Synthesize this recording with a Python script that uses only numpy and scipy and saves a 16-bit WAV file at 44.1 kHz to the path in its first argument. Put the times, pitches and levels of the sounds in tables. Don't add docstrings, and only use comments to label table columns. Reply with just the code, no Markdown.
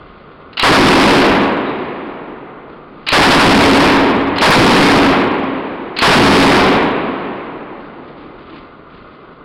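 import sys
import numpy as np
from scipy import signal
from scipy.fft import rfft, irfft, next_fast_len
from scipy.io import wavfile
from scipy.ndimage import uniform_filter1d

SR = 44100
rng = np.random.default_rng(int(sys.argv[2]) if len(sys.argv) > 2 else 0)


def to_wav(s):
    ch = np.atleast_2d(s).T
    pcm = np.round(np.clip(ch, -1, 1) * 32767)
    wavfile.write(sys.argv[1], SR, pcm.astype(np.int16))


def gain_from_db(level_db):
    decades = np.asarray(level_db, float) / 20
    return 10 ** decades


N = 416304

# t/s, level/dB, 20 dB fade/s
RUSTLES = [(0, -51.5, 1.5), (.1, -59, 3), (.25, -56, 0), (2.7, -50, 0.2), (3.02, -50, 2), (7.82, -49, 1.3),
           (8.085, -45, .08), (8.185, -44.5, 0.3), (8.4, -47.5, 0.6), (8.5, -42.5, 0.2),
           (8.56, -41.5, 0.18), (8.93, -47, .5), (9.13, -52, .7)]
# f/Hz, density/dB
LEAF_SPECTRUM = [(600, -21.5), (1500, 6), (2500, 7), (3600, 2), (4600, -4), (5400, -20)]
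RUSTLE_LEAD, RUSTLE_BED_DB = .15, -74
# t/s, level/dB, 20 dB fade/s
GUSTS = [
    (0, -42.5, 0.7),
    (2.3, -58, .4),
    (4.35, -29, 0.9),
    (7.7, -52, 0),
    (8.43, -48, 0.8),
    (8.97, -50.5, .25),
]
# f/Hz, density/dB
WIND_SPECTRUM = [(15, -19.0), (40, -7.5), (70, -2.5), (115, -3.5), (200, -33.5), (400, -82)]
GUST_LEAD, BREEZE_DB, LUMPY_DB = 0.84, -61.5, 4
# f/Hz, density/dB
FLOOR_SPECTRUM = [(13, -46), (22, 4), (81, -8), (111, -15.5), (144, 3.5), (169, 1.5), (418, 1.5),
                  (897, -8.5), (1210, -3.5), (1640, -16), (3520, -24.5), (4550, -35.5), (5600, -66.5),
                  (7280, -76), (12300, -120)]
FLOOR_DB = -39
# f/Hz, width/Hz, level/dB
MACHINERY = [(1226, 150, -48.5), (1420, 150, -51.5), (2058, 50, -59.5), (1067, 88, -52)]

# t/s, level/dB, rise/s, t60/s
TRIGGER = (.529, -34, .0025, .08)
# sear release t/s, round strip t/s, first shot t/s, bolt force/dB
BURSTS = [
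    (0.57, 0.594, .632, 2.5),
    (3.066, 3.085, 3.126, 1.5),
    (4.359, 4.381, 4.417, -3.5),
    (5.964, 5.986, 6.021, 0),
]
# offset/s, level/dB, rise/s, t60/s
STROKE = [
    (0, -20.5, 0.0016, 0.18),
    (0.0058, -17, .001, .045),
    (0, -5.5, 0.003, .045),
    (.014, -16.5, .004, 0.18),
    (-.009, -9.5, 0.0028, 0.088),
]
# f/Hz, density/dB
STEEL_SPECTRUM = [(88, -46.5), (150, -33.5), (283, -9.5), (395, -24.5), (1070, -9.5), (1690, -12.5),
                  (2790, -4.5), (3660, -13), (4140, -8), (5600, -25), (7280, -41), (12300, -120)]
# f/Hz, level/dB, t60/s
BOLT_RING = [(2800, -12, .04), (4250, -2, 0.032)]

ROUNDS = [2, 4, 2, 2]
CYCLE_S = .088
# f/Hz, density/dB
SLAP_SPECTRUM = [(100, -30), (300, -13), (650, -1), (1050, 0), (1800, -4), (2800, -10), (4500, -15),
                 (5500, -30), (7000, -80)]
# delay/s, level over echo/dB, length/s
WALL_PUSHES = [(.064, 7, .0008), (.083, 13, .0009), (.099, 12, .00085), (.114, 10, .0008),
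               (.147, 14, .00095), (.179, 13, .00085)]
# f/Hz, density/dB
ECHO_SPECTRUM = [(15, -56.5), (25, -25), (95, -26.5), (137, -12), (230, -9.5), (269, -0.5), (309, -0.5),
                 (609, -8.5), (1070, -8), (1310, -13.5), (2420, -18), (3900, -31), (5600, -51),
                 (7280, -98.5), (12300, -120)]
# f/Hz, rise/s
ECHO_RISE = [(100, .085), (300, .07), (500, .05), (800, .015), (3000, .005)]
# f/Hz, extra loss/(dB/s)
AIR_LOSS = [(60, 7), (150, 5), (300, -1), (1000, 1), (2000, 3.5), (3300, 7), (4800, 10)]
# f/Hz, width/Hz, level/dB
STANDING_WAVES = [(205.6, 27, -4.5), (272.4, 8.74, 10), (359.6, 16, -3), (961, 40, -7), (1085.5, 20, -9)]
BANK_DB, BANK_S, BANK_BEND, FOREST_DB, FOREST_DB_PER_S = 17.5, 0.31, 1.39, -5.5, 16.5

# t/s, level/dB, f/Hz, t60/s
CASES = [
    (1.655, -39.5, 3820, .5),
    (7.82, -41, 1580, .2),
]
# t/s, level/dB, 20 dB fade/s
HILL_RETURNS = [
    (7.6, -28.5, 0.2),
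    (8.07, -35.5, 0.6),
    (8.25, -36, 0.5),
    (8.55, -27, 0.13),
    (8.72, -42, 0),
]
# f/Hz, density/dB
HILL_SPECTRUM = [(70, -26.5), (140, -5.5), (200, -6.5), (300, 7.5), (450, -10.0), (900, -9),
                 (2000, -30), (5500, -55)]
HILL_LEAD = 0.93

# f/Hz, gain/dB
PLAYBACK = [(5000, 0), (5500, -5.5), (6000, -21.5), (6500, -36.5), (8000, -45), (9000, -59.5),
            (11000, -94.5)]
LIMIT_DB, LIMIT_S = 9, 0.0026
FIRST_CEILING, CEILING = .418, .412
GLITCH_S, GLITCH_HZ, GLITCH_WIDTH_S = 4.5093, 12500, .00009


def evened(x):
    return x / np.sqrt(np.mean(x ** 2) + 1e-20)


def read(points, hz):
    f, value = np.transpose(points)
    return np.interp(np.log(hz + 1), np.log(f + 1), value)


def add(mix, s, sound):
    part = mix[round(s * SR):][:len(sound)]
    part += sound[:len(part)]


def tinted(points, size):
    hz = np.fft.rfftfreq(size, 1 / SR)
    z = rfft(rng.standard_normal(size)) * gain_from_db(read(points, hz))
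    return evened(irfft(z, size))


def swelling(rows, lead):
    t = np.arange(0, N, 64) / SR
    power = 0
    for s, db, fade_s in rows:
        drop = np.maximum((t - s) / fade_s, (s - t) / (lead * fade_s))
        power = power + gain_from_db(db - 20 * drop) ** 2
    gain = uniform_filter1d(np.sqrt(power), size=9)
    return np.interp(np.arange(N) / SR, t, gain)


def rustle(under_db=-2, grain_db=2.0):
    grain = evened(uniform_filter1d(rng.standard_normal(N), size=300))
    gain = swelling(RUSTLES, RUSTLE_LEAD) + gain_from_db(RUSTLE_BED_DB)
    return gain * gain_from_db(under_db + grain_db * grain) * tinted(LEAF_SPECTRUM + [(7000, -80)], N)


def wind(under_db=-2):
    smooth = uniform_filter1d(rng.standard_normal(N), size=4000)
    lumps = evened(uniform_filter1d(smooth, size=2000))
    gain = swelling(GUSTS, GUST_LEAD) + gain_from_db(BREEZE_DB + LUMPY_DB * lumps)
    return gain * gain_from_db(under_db) * tinted(WIND_SPECTRUM, N)


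def floor(swell_db=.4):
    hz = np.fft.rfftfreq(N, 1 / SR)
    bands = np.zeros(N)
    for f, width_hz, db in MACHINERY:
        z = rfft(rng.standard_normal(N)) / (1 + (2 * (hz - f) / width_hz) ** 2)
        bands += gain_from_db(db) * evened(irfft(z, N))
    swell = evened(uniform_filter1d(rng.standard_normal(N), size=3000))
    bed = gain_from_db(FLOOR_DB) * tinted(FLOOR_SPECTRUM + [(20000, -80)], N)
    return gain_from_db(swell_db * swell) * (bed + bands)


def knocks(rows):
    out, t = np.zeros(N), np.arange(SR // 4) / SR
    for s, db, rise_s, t60_s in rows:
        envelope = gain_from_db(db - 60 * t / t60_s) * np.minimum(t / rise_s, 1)
        add(out, s, envelope * tinted(STEEL_SPECTRUM, len(t)))
    return out


def action():
    rows = [TRIGGER]
    for sear, strip, shot, force_db in BURSTS:
        for at, (late_s, db, rise_s, t60_s) in zip((sear, sear, strip, strip, shot), STROKE):
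            rows.append((at + late_s, db + force_db, rise_s, t60_s))
    out, t = knocks(rows), np.arange(SR // 10) / SR
    for sear, strip, shot, force_db in BURSTS:
        ring = np.zeros(len(t))
        for hz, db, t60_s in BOLT_RING:
            tone = np.sin(2 * np.pi * (hz * rng.uniform(0.76, 1.03) * t + rng.random()))
            ring += gain_from_db(db - 60 * t / t60_s) * tone
        add(out, strip, gain_from_db(force_db) * np.minimum(t / .005, 1) ** 2 * ring)
    return out


def returns(size):
    hz = np.fft.rfftfreq(512, 1 / SR)[:, None]
    t = np.arange(size // 128 + 5) * 128 / SR
    a, b = rng.standard_normal((len(t), 257, 2)).T
    build_up = 1 - np.exp(-(t / read(ECHO_RISE, hz)) ** 3)
    shape = gain_from_db(read(ECHO_SPECTRUM, hz) - read(AIR_LOSS, hz) * (t - 1)) * build_up
    x = signal.istft((a + 1j * b) * shape, nperseg=512, noverlap=384)[1][:size]
    return x / np.std(x[SR // 2:3 * SR // 2])


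def gun(waves_s=1.1):
    out, size = np.zeros(N), 3 * SR
    t, hz = np.arange(size) / SR, np.fft.rfftfreq(size, 1 / SR)
    waves = sum(gain_from_db(db) / (1 + 2j * (hz - f) / width_hz) for f, width_hz, db in STANDING_WAVES)

    bank = gain_from_db(BANK_DB - 10 * (t / BANK_S) ** BANK_BEND)
    forest = gain_from_db(FOREST_DB - FOREST_DB_PER_S * t)
    level = np.hypot(bank, forest) * np.minimum(5 * (t[-1] - t), 1)

    over_db, hold_s, rise_s = 11, .06, .005
    slap = gain_from_db(over_db - 14 * (t / hold_s) ** 2) * np.minimum(t / rise_s, 1) ** 2
    pushes = np.zeros(size)
    for s, db, length_s in WALL_PUSHES:
        u = (t - s) / length_s
        pushes += gain_from_db(db) * (u ** 2 - 1) * np.exp(-.5 * u ** 2)

    near = returns(size)
    for burst, count in zip(BURSTS, ROUNDS):
        for k in range(count):
            paths = .5 * near + 0.82 * returns(size)
            ringing = irfft(rfft(paths) * waves, size)
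            paths = paths + np.exp(-(t / waves_s) ** 2) * ringing
            blast = level * (paths + pushes + slap * tinted(SLAP_SPECTRUM, size))
            add(out, burst[2] + k * CYCLE_S, blast)
    return out


def brass(rise_s=.012):
    out, t = np.zeros(N), np.arange(SR // 2) / SR
    for s, db, hz, t60_s in CASES:
        ring = sum(np.sin(2 * np.pi * (hz * k * t + rng.random())) for k in (.975, 1.0, 1.03))
        add(out, s, gain_from_db(db - 60 * t / t60_s) * np.minimum(t / rise_s, 1) * ring)
    return out


def hill(under_db=-4):
    return swelling(HILL_RETURNS, HILL_LEAD) * gain_from_db(under_db) * tinted(HILL_SPECTRUM, N)


def limited(x):
    level = np.sqrt(abs(uniform_filter1d(x ** 2, int(LIMIT_S * SR) + 1, axis=1)))
    return x / np.maximum(level / gain_from_db(LIMIT_DB), 1)


def glitched(x):
    u = np.arange(x.shape[1]) / SR - GLITCH_S
    gate = np.exp(-(u / GLITCH_WIDTH_S) ** 4)
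    return x * (1 - gate) + gate * CEILING * np.cos(2 * np.pi * GLITCH_HZ * u)


def scene():
    return (rustle() + wind() + floor() + action() + gun() + brass() + hill())[None]


def band_limit(x):
    return signal.sosfilt(signal.butter(12, 16640, fs=SR, output="sos"), x)


def record(dry, edge_hz=5250, edge_width_hz=500, soften_hz=17000):
    size = next_fast_len(N + 4096, True)
    hz = np.fft.rfftfreq(size, 1 / SR)
    narrow = np.cos(np.pi / 2 * np.clip((hz - edge_hz) / edge_width_hz + .5, 0, 1)) ** 2
    padded = np.pad(limited(dry), ((0, 0), (0, size - N)), "linear_ramp")
    saturated = np.clip(irfft(rfft(padded) * narrow, size), -FIRST_CEILING, FIRST_CEILING)
    held = 4 * (np.arange(size) % 4 == 0) * saturated
    played = irfft(rfft(held) * gain_from_db(read(PLAYBACK + [(12000, -120)], hz)), size)
    shaved = np.clip(played, -CEILING, CEILING)
    soft = irfft(rfft(glitched(shaved)) / np.sqrt(1 + (hz / soften_hz) ** 4), size)[:, :N]
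    return band_limit(soft)


dry = scene()
out = record(dry)
to_wav(out)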